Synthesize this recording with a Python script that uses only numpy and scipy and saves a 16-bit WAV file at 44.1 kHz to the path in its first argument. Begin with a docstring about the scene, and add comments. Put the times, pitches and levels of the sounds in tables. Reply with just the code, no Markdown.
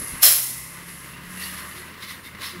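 """A diesel tanker truck pulls away from a railway crossing, heard in mono from the gravel verge.
Low wind buffets come first, over tyres and an engine bay's whine; then the air system dumps its pressure
in one sharp, loud hiss of shaped noise. The engine speed dips, then climbs unevenly: firings drone as
multiples of the bank rate and pulse the noise of puffs and clatter. Later the exhaust booms, the trailer's
running gear rasps and squeaks in short noise swells, and the hissing turbo starts a climbing whistle."""
import sys
import numpy as np
from scipy import signal
from scipy.fft import rfft, irfft
from scipy.io import wavfile
from scipy.ndimage import uniform_filter1d

SR = 44100
rng = np.random.default_rng(int(sys.argv[2]) if len(sys.argv) > 2 else 0)


def transcribe(signal):
    """Save signal, clipped to [-1, 1], as a 16-bit WAV file at the path in sys.argv[1]."""
    frames = np.atleast_2d(signal).T
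    limited = np.clip(frames, -1, 1)
    pcm = np.round(limited * 32767).astype(np.int16)
    wavfile.write(sys.argv[1], SR, pcm)


N = 114660  # samples, 2.6 s
TOP_HZ = 15750  # upper limit of the sound

# Spectrum of the low rumble of exhaust and tyres. Each row: frequency in Hz, density in dB per Hz.
RUMBLE_SPECTRUM = [(20, -12), (45, -10.5), (70, -9), (100, -3), (175, -1.5), (250, -3.5), (355, -7),
                   (450, -12), (600, -12.5), (800, -26), (1500, -55)]


def undb(db):
    """Level to amplitude: 20 dB is a factor of ten."""
    return 10 ** (np.asarray(db) / 20)


def unit(x):
    """Normalisation: scale to rms 1."""
    return x / np.sqrt(np.mean(x ** 2))


def curve(rows, axis=1):
    """Linear interpolation: one column of a time table, sample by sample."""
    rows = np.array(rows, float)
    return np.interp(np.arange(N) / SR, rows[:, 0], rows[:, axis])


def lift(hz, peaks):
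    """Resonance: decibels that peaks of given frequency, width and height add at these frequencies."""
    return sum(db / (1 + (2 * (hz - f) / width) ** 2) for f, width, db in peaks)


def colour(x, points, peaks=()):
    """Spectral shaping: filter a sound by a spectrum and resonances, and scale it to rms 1."""
    hz = np.arange(N // 2 + 1) * SR / N + 1e-3  # the offset avoids log(0)
    points = np.array(points, float)
    db = np.interp(np.log(hz), np.log(points[:, 0]), points[:, 1]) + lift(hz, peaks)
    low_cut = np.minimum(hz / points[0, 0], 1) ** 2
    gain = undb(db) * low_cut * (hz < TOP_HZ)
    return unit(irfft(rfft(x) * gain, N))


def noise():
    """White noise: independent samples have equal power at all frequencies."""
    return rng.standard_normal(N)


def walk(rate):
    """Slow random fluctuation: noise averaged twice over 1/rate seconds, with a spread of 1."""
    k = max(int(SR / rate), 1)
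    once = uniform_filter1d(noise(), k, mode="wrap")
    return unit(uniform_filter1d(once, k, mode="wrap"))


def swell(t, at, length):
    """Gaussian envelope: a brief swell with its top at one moment."""
    return np.exp(-((t - at) / length) ** 2)


def road_and_wind(t):
    """Broadband excitation: tyres rumble on the road; puffs of wind strike the microphone."""
    # Level of the tyres. Each row: time in seconds, level in dB.
    road_level = [(0, -41.5), (.18, -49), (.4, -53), (.7, -52.5), (1.0, -50.5), (1.4, -49.5), (1.9, -50),
                  (2.25, -50.5), (2.4, -48.5), (2.6, -53)]
    # Puffs of wind. Each row: time of the top in seconds, level in dB, length in seconds.
    puffs_of_wind = [(0.013, -42, 0.017), (0.137, -38, 0.02), (0.29, -56, .04), (1.29, -53, 0.049)]
    # Spectrum of the wind. Each row: frequency in Hz, density in dB per Hz.
    wind_spectrum = [(18, -8), (35, 1), (70, -2), (130, -7), (250, -2.5), (600, -50)]
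    road = undb(curve(road_level) + walk(35)) * colour(noise(), RUMBLE_SPECTRUM)
    gusts = sum(undb(db) * swell(t, at, length) for at, db, length in puffs_of_wind)
    return road + gusts * colour(noise(), wind_spectrum)


def running_gear(t):
    """Amplitude modulation: short grainy noise rasps swell and fade in the trailer's metalwork."""
    # Rasps. Each row: time of the top in seconds, level in dB, rise in seconds, fall in seconds,
    # gain of the treble in dB.
    rasps = [(1.427, -38.5, .035, 0.14, 6), (1.59, -41, 0.023, 0.018, -2), (1.78, -41.5, .022, 0.055, -8),
             (2.038, -36, 0.029, .025, -3.5), (2.104, -36.5, 0.031, 0.049, 0),
             (2.262, -47, 0.025, .035, 6.5), (2.43, -32.5, 0.026, 0.033, -3.5),
             (2.472, -34.5, 0.03, 0.075, -3)]
    # Spectrum of the rasps. Each row: frequency in Hz, density in dB per Hz.
    gear_spectrum = [(400, -20), (780, -27), (1050, 1.5), (1450, -6), (1850, 2.5), (2080, 4.5), (2400, -3),
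                     (3300, -2), (4000, 2.5), (4600, -2), (5400, -5), (6200, -9), (8000, -13), (9600, -6),
                     (11200, -2), (12800, -8.5), (15500, -13)]
    grain_db = 1
    rasp = colour(noise() * undb(grain_db * walk(500)), gear_spectrum)
    treble = signal.sosfiltfilt(signal.butter(2, 6500, "high", fs=SR, output="sos"), rasp)
    out = np.zeros(N)
    for at, db, rise, fall, treble_db in rasps:
        before = np.minimum(t - at, 0) / rise
        after = np.maximum(t - at, 0) / fall
        # Gaussian rise, then a rounded top that falls nearly exponentially
        shape = np.exp(-before ** 2 + 1 - np.hypot(1, 2 * after) ** 0.97)
        out += undb(db) * shape * (rasp + (undb(treble_db) - 1) * treble)
    return out


def squeaks(t):
    """Narrow-band noise: slow random amplitudes on a sine and cosine make each squeak of metalwork rough."""
    # Squeaks. Each row: time of the top in seconds, frequency in Hz, level in dB, length in seconds.
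    squeak_rows = [(1.164, 2755, -51, 0.052), (1.405, 2773, -39, 0.024), (1.431, 1873, -41, 0.051),
                   (1.414, 2470, -41, 0.022), (1.438, 4530, -40.5, 0.017), (1.47, 2830, -41.5, 0.049),
                   (1.63, 1151, -46, 0.066), (2.032, 2130, -41, 0.013), (2.103, 2050, -39.5, 0.02),
                   (2.272, 2162, -44, 0.02), (2.263, 3660, -49.5, 0.024), (2.442, 2120, -47, 0.014),
                   (2.47, 5350, -44, 0.021)]
    roughness_hz = 260  # rate of the random amplitudes
    out = np.zeros(N)
    for at, hz, db, length in squeak_rows:
        angle = 2 * np.pi * hz * t
        tone = unit(walk(roughness_hz) * np.sin(angle) + walk(roughness_hz) * np.cos(angle))
        out += undb(db) * swell(t, at, length) * tone
    return out


def turbo():
    """Flow noise and rotor tone: air hisses through the turbo; its whistle climbs as it spools up."""
    # Spectrum of the air's hiss. 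Each row: frequency in Hz, density in dB per Hz.
    hiss_spectrum = [(3000, -20.5), (5000, -11.5), (7000, -11), (8700, -10), (9700, -3.5), (10800, 1.5),
                     (11600, -2.5), (12500, -8), (14000, -17), (15800, -32)]
    # Level of the hiss. Each row: time in seconds, level in dB.
    hiss_level = [(0, -36.5), (.08, -35.5), (.2, -43.5), (.68, -44.5), (.82, -50), (.9, -43), (1.08, -45.5),
                  (1.2, -55.5), (1.28, -49), (1.33, -42.5), (1.46, -39), (1.62, -44), (1.8, -44.5),
                  (1.96, -59), (2.2, -56), (2.37, -61), (2.6, -56)]
    # Narrow singing edge on the hiss. Each row: frequency in Hz, width in Hz, lift in dB.
    edge_peak = [(10830, 900, 42)]
    # Level of the edge. Each row: time in seconds, level in dB.
    edge_level = [(0, -32.5), (.08, -37.5), (.2, -45), (.6, -61), (1.2, -74)]
    # Whistle. Each row: time in seconds, frequency in Hz, level in dB.
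    whistle_path = [(1.7, 7700, -78), (1.87, 8000, -82), (2.15, 8730, -55), (2.38, 9545, -69),
                    (2.6, 10000, -68)]
    upper_ratio, upper_db = 1.5, -1  # second whistle tone
    pitch_waver = 0.006  # spread as a share of the frequency

    hiss = colour(noise(), hiss_spectrum) * undb(curve(hiss_level) + 0.84 * walk(48))
    edge = undb(curve(edge_level)) * colour(noise(), hiss_spectrum, edge_peak)
    pitch = curve(whistle_path) * (1 + pitch_waver * walk(200))
    angle = 2 * np.pi * np.cumsum(pitch) / SR
    lower = undb(3 * walk(30)) * np.sin(angle)
    upper = undb(upper_db + 3.5 * walk(30)) * np.sin(upper_ratio * angle)
    return hiss + edge + (lower + upper) * undb(curve(whistle_path, axis=2))


def exhaust_drone(turn):
    """Harmonic series: periodic firing sounds multiples of the bank rate in the exhaust."""
    # Drone. Each row: time in seconds, levels of the 2nd, 4th and 5th multiple in dB.
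    drone_levels = [(0, -60, -52, -66), (.27, -55, -56, -60), (.42, -72, -51.5, -68),
                    (.6, -49.5, -52.5, -58), (.8, -61, -56.5, -49.5), (.92, -57, -52, -47.5),
                    (1.08, -56, -53, -60.5), (1.22, -55.5, -52, -45.5), (1.33, -58, -54, -41),
                    (1.45, -51, -63, -46.5), (1.64, -52, -57.5, -52), (2.1, -56.5, -57, -64.5),
                    (2.45, -52, -68, -53), (2.6, -55, -39, -53)]
    waver_db = 0.8
    out = np.zeros(N)
    for column, multiple in enumerate((2, 4, 5), start=1):
        level = curve(drone_levels, axis=column) + waver_db * walk(4.3)
        out += undb(level) * np.sin(2 * np.pi * (multiple * turn + rng.random()))
    return np.sqrt(2) * out  # a sine of rms 1 has this peak


def exhaust_booms(t):
    """Frequency modulation: brief low tones of wandering pitch boom in the exhaust."""
    # Booms. Each row: time of the top in seconds, frequency in Hz, level in dB, length in seconds.
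    boom_rows = [(1.62, 368, -56.5, 0.058), (1.793, 359.6, -50, 0.05), (2.554, 351, -41.5, 0.022)]
    wander_hz = 7
    out = np.zeros(N)
    for at, hz, db, length in boom_rows:
        angle = 2 * np.pi * np.cumsum(hz + wander_hz * walk(61)) / SR
        out += undb(db) * swell(t, at, length) * np.sin(angle)
    return np.sqrt(2) * out


def wander(x):
    """Independent band fluctuation: parts of a sound swell and sink on their own below a steady top band."""
    wander_db = 0.6
    out = 0
    for split_hz in (1130, 2000, 4700):
        low = signal.sosfiltfilt(signal.butter(4, split_hz, fs=SR, output="sos"), x)
        out = out + low * undb(wander_db * walk(21))
        x = x - low
    return out + x


def block_clatter(kick):
    """Partly pulsed noise: each firing kick swells the clatter of the block."""
    # Spectrum of the clatter. Each row: frequency in Hz, density in dB per Hz.
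    clatter_spectrum = [(300, -8), (600, -5), (790, -9), (1000, 4), (1170, 5), (1400, 2), (1750, 5),
                        (2020, 6), (2350, -2.5), (2750, 0), (3300, -5.5), (4400, -7.5), (6300, -15.5),
                        (9000, -17), (15500, -14)]
    # Level of the clatter. Each row: time in seconds, level in dB.
    clatter_level = [(0, -42), (.18, -42), (.5, -50.5), (.8, -43.5), (1.0, -44.5), (1.25, -43), (1.42, -40),
                     (1.63, -39), (1.78, -42.5), (1.95, -43), (2.2, -45.5), (2.38, -45), (2.6, -44.5)]
    pulsing = 0.3  # share of the amplitude that follows the kicks
    pulsed = (1 - pulsing + pulsing * unit(kick)) * noise()
    return wander(colour(pulsed, clatter_spectrum)) * undb(curve(clatter_level) + 0.5 * walk(60))


def bay_whine():
    """Band-shaped noise: a rough whine from the engine bay fades as the cab moves away."""
    # Spectrum of the whine. 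Each row: frequency in Hz, density in dB per Hz.
    whine_spectrum = [(850, -17), (1080, -4), (1400, -34), (1750, -17), (2040, 3), (2350, -13),
                      (2700, -7.5), (3300, -22)]
    # Level of the whine. Each row: time in seconds, level in dB.
    whine_level = [(0, -49), (.17, -41.5), (.45, -44), (.7, -50.5), (1.1, -52), (1.5, -56)]
    return undb(curve(whine_level) + 1.2 * walk(6.7)) * colour(noise(), whine_spectrum)


def engine(t):
    """Periodic excitation: one firing phase drives the drone, the exhaust puffs and the block's clatter."""
    # Engine speed. Each row: time in seconds, firings of one three-cylinder bank per second.
    speed = [(0, 34.7), (.27, 27), (.45, 31.8), (.61, 31.8), (.8, 35), (.93, 34.8), (1.05, 33), (1.2, 34.9),
             (1.32, 36.2), (1.45, 36.8), (1.66, 36.9), (2.11, 43.2), (2.43, 39), (2.6, 44.6)]
    puff_db, firing_scatter_db = -56, 4
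    decay = 0.87  # of a kick, in firing cycles
    turn = np.cumsum(curve(speed) * (1 + 0.003 * walk(21))) / SR
    firing, phase = np.divmod(2 * turn, 1)  # two banks fire in turn
    strength = undb(firing_scatter_db * noise()[firing.astype(int)])
    kick = strength * np.exp(-phase / decay)
    puffs = undb(puff_db) * colour(kick * noise(), RUMBLE_SPECTRUM)
    return exhaust_drone(turn) + exhaust_booms(t) + puffs + bay_whine() + block_clatter(kick)


def reflections(t, truck):
    """Diffuse reflection: convolution with decaying noise scatters sound from the tank and the ground."""
    decay_s, onset_s, level_db = 0.057, 0.0013, -11
    scatter = noise() * np.exp(-t / decay_s) * (1 - np.exp(-t / onset_s))
    scatter = scatter / np.sqrt(np.sum(scatter ** 2))  # unit energy
    scatter = signal.sosfilt(signal.butter(2, 600, "high", fs=SR, output="sos"), scatter)
    return undb(level_db) * signal.fftconvolve(truck, scatter)[:N]


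def air_dump(t):
    """Jet noise: released air blasts; the outlet's roar dies first, the hiss thins to a last bleed."""
    # Spectra of the jet's hiss, the outlet's roar and the last thin bleed of air.
    # Each row: frequency in Hz, density in dB per Hz.
    jet_spectrum = [(1500, -18), (4000, -18.5), (5400, -12), (6200, -11.5), (8000, -13), (9500, -14.5),
                    (10500, -0.5), (11500, -3), (12500, -5), (14000, -7.5), (15800, -11)]
    roar_spectrum = [(200, -28), (400, -12.5), (660, 3), (900, -11.5), (1150, -1.5), (1400, -9),
                     (1800, 1.5), (2700, -0.5), (3200, 5.5), (3550, -1), (4150, 10.5), (4750, -1.5),
                     (5300, 13.5), (6000, -9), (9000, 3.5), (15800, -1.5)]
    bleed_spectrum = [(900, -1.5), (2000, -13), (3400, -1.5), (4200, 3.5), (4700, -2), (5450, 7), (6000, 0),
                      (6500, 3), (8000, 1.5), (8500, 8), (11000, 8), (13300, -7), (15500, -23)]
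    # Narrow resonances of nozzle and outlet. Each row: frequency in Hz, width in Hz, lift in dB.
    nozzle_peaks = [(9900, 33, -3), (10606, 40, -5), (10550, 35, -9), (11570, 33, 8), (11100, 40, 6.5),
                    (11600, 51, -2)]
    outlet_peaks = [(2423, 26, 12), (3309, 26, 11), (7554, 36, 16)]
    full_bore_s, open_db_per_s = 0.2331, 1415
    age = t - full_bore_s
    opening = undb(open_db_per_s * np.minimum(age, 0) + 0.5 * walk(120))  # the valve cracks open

    def run_down(db, hold_s, fall_db_per_s):
        """Exponential discharge: full bore, then a steady fall in decibels."""
        return undb(db - fall_db_per_s * np.maximum(age - hold_s, 0))

    jet = run_down(-9.5, 0.012, 91.5) * colour(noise(), jet_spectrum, nozzle_peaks)
    roar = run_down(-16.5, 0.042, 153) * colour(noise(), roar_spectrum, outlet_peaks)
    bleed = run_down(-32, 0.21, 55) * colour(noise(), bleed_spectrum)
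    return opening * (jet + roar + bleed)


def scene():
    """Superposition: the truck with its close reflections, air dump, road and wind, alike in both channels."""
    t = np.arange(N) / SR
    truck = running_gear(t) + squeaks(t) + turbo() + engine(t)
    mono = road_and_wind(t) + truck + reflections(t, truck) + air_dump(t)
    return np.array([mono, mono])


def record(dry):
    """Clipping and band limitation: peaks are held at full scale, then the top is cut steeply."""
    top_cut = signal.ellip(12, 0.1, 80, TOP_HZ, fs=SR, output="sos")
    return signal.sosfilt(top_cut, np.clip(dry, -1, 1))


dry = scene()
out = record(dry)
transcribe(out)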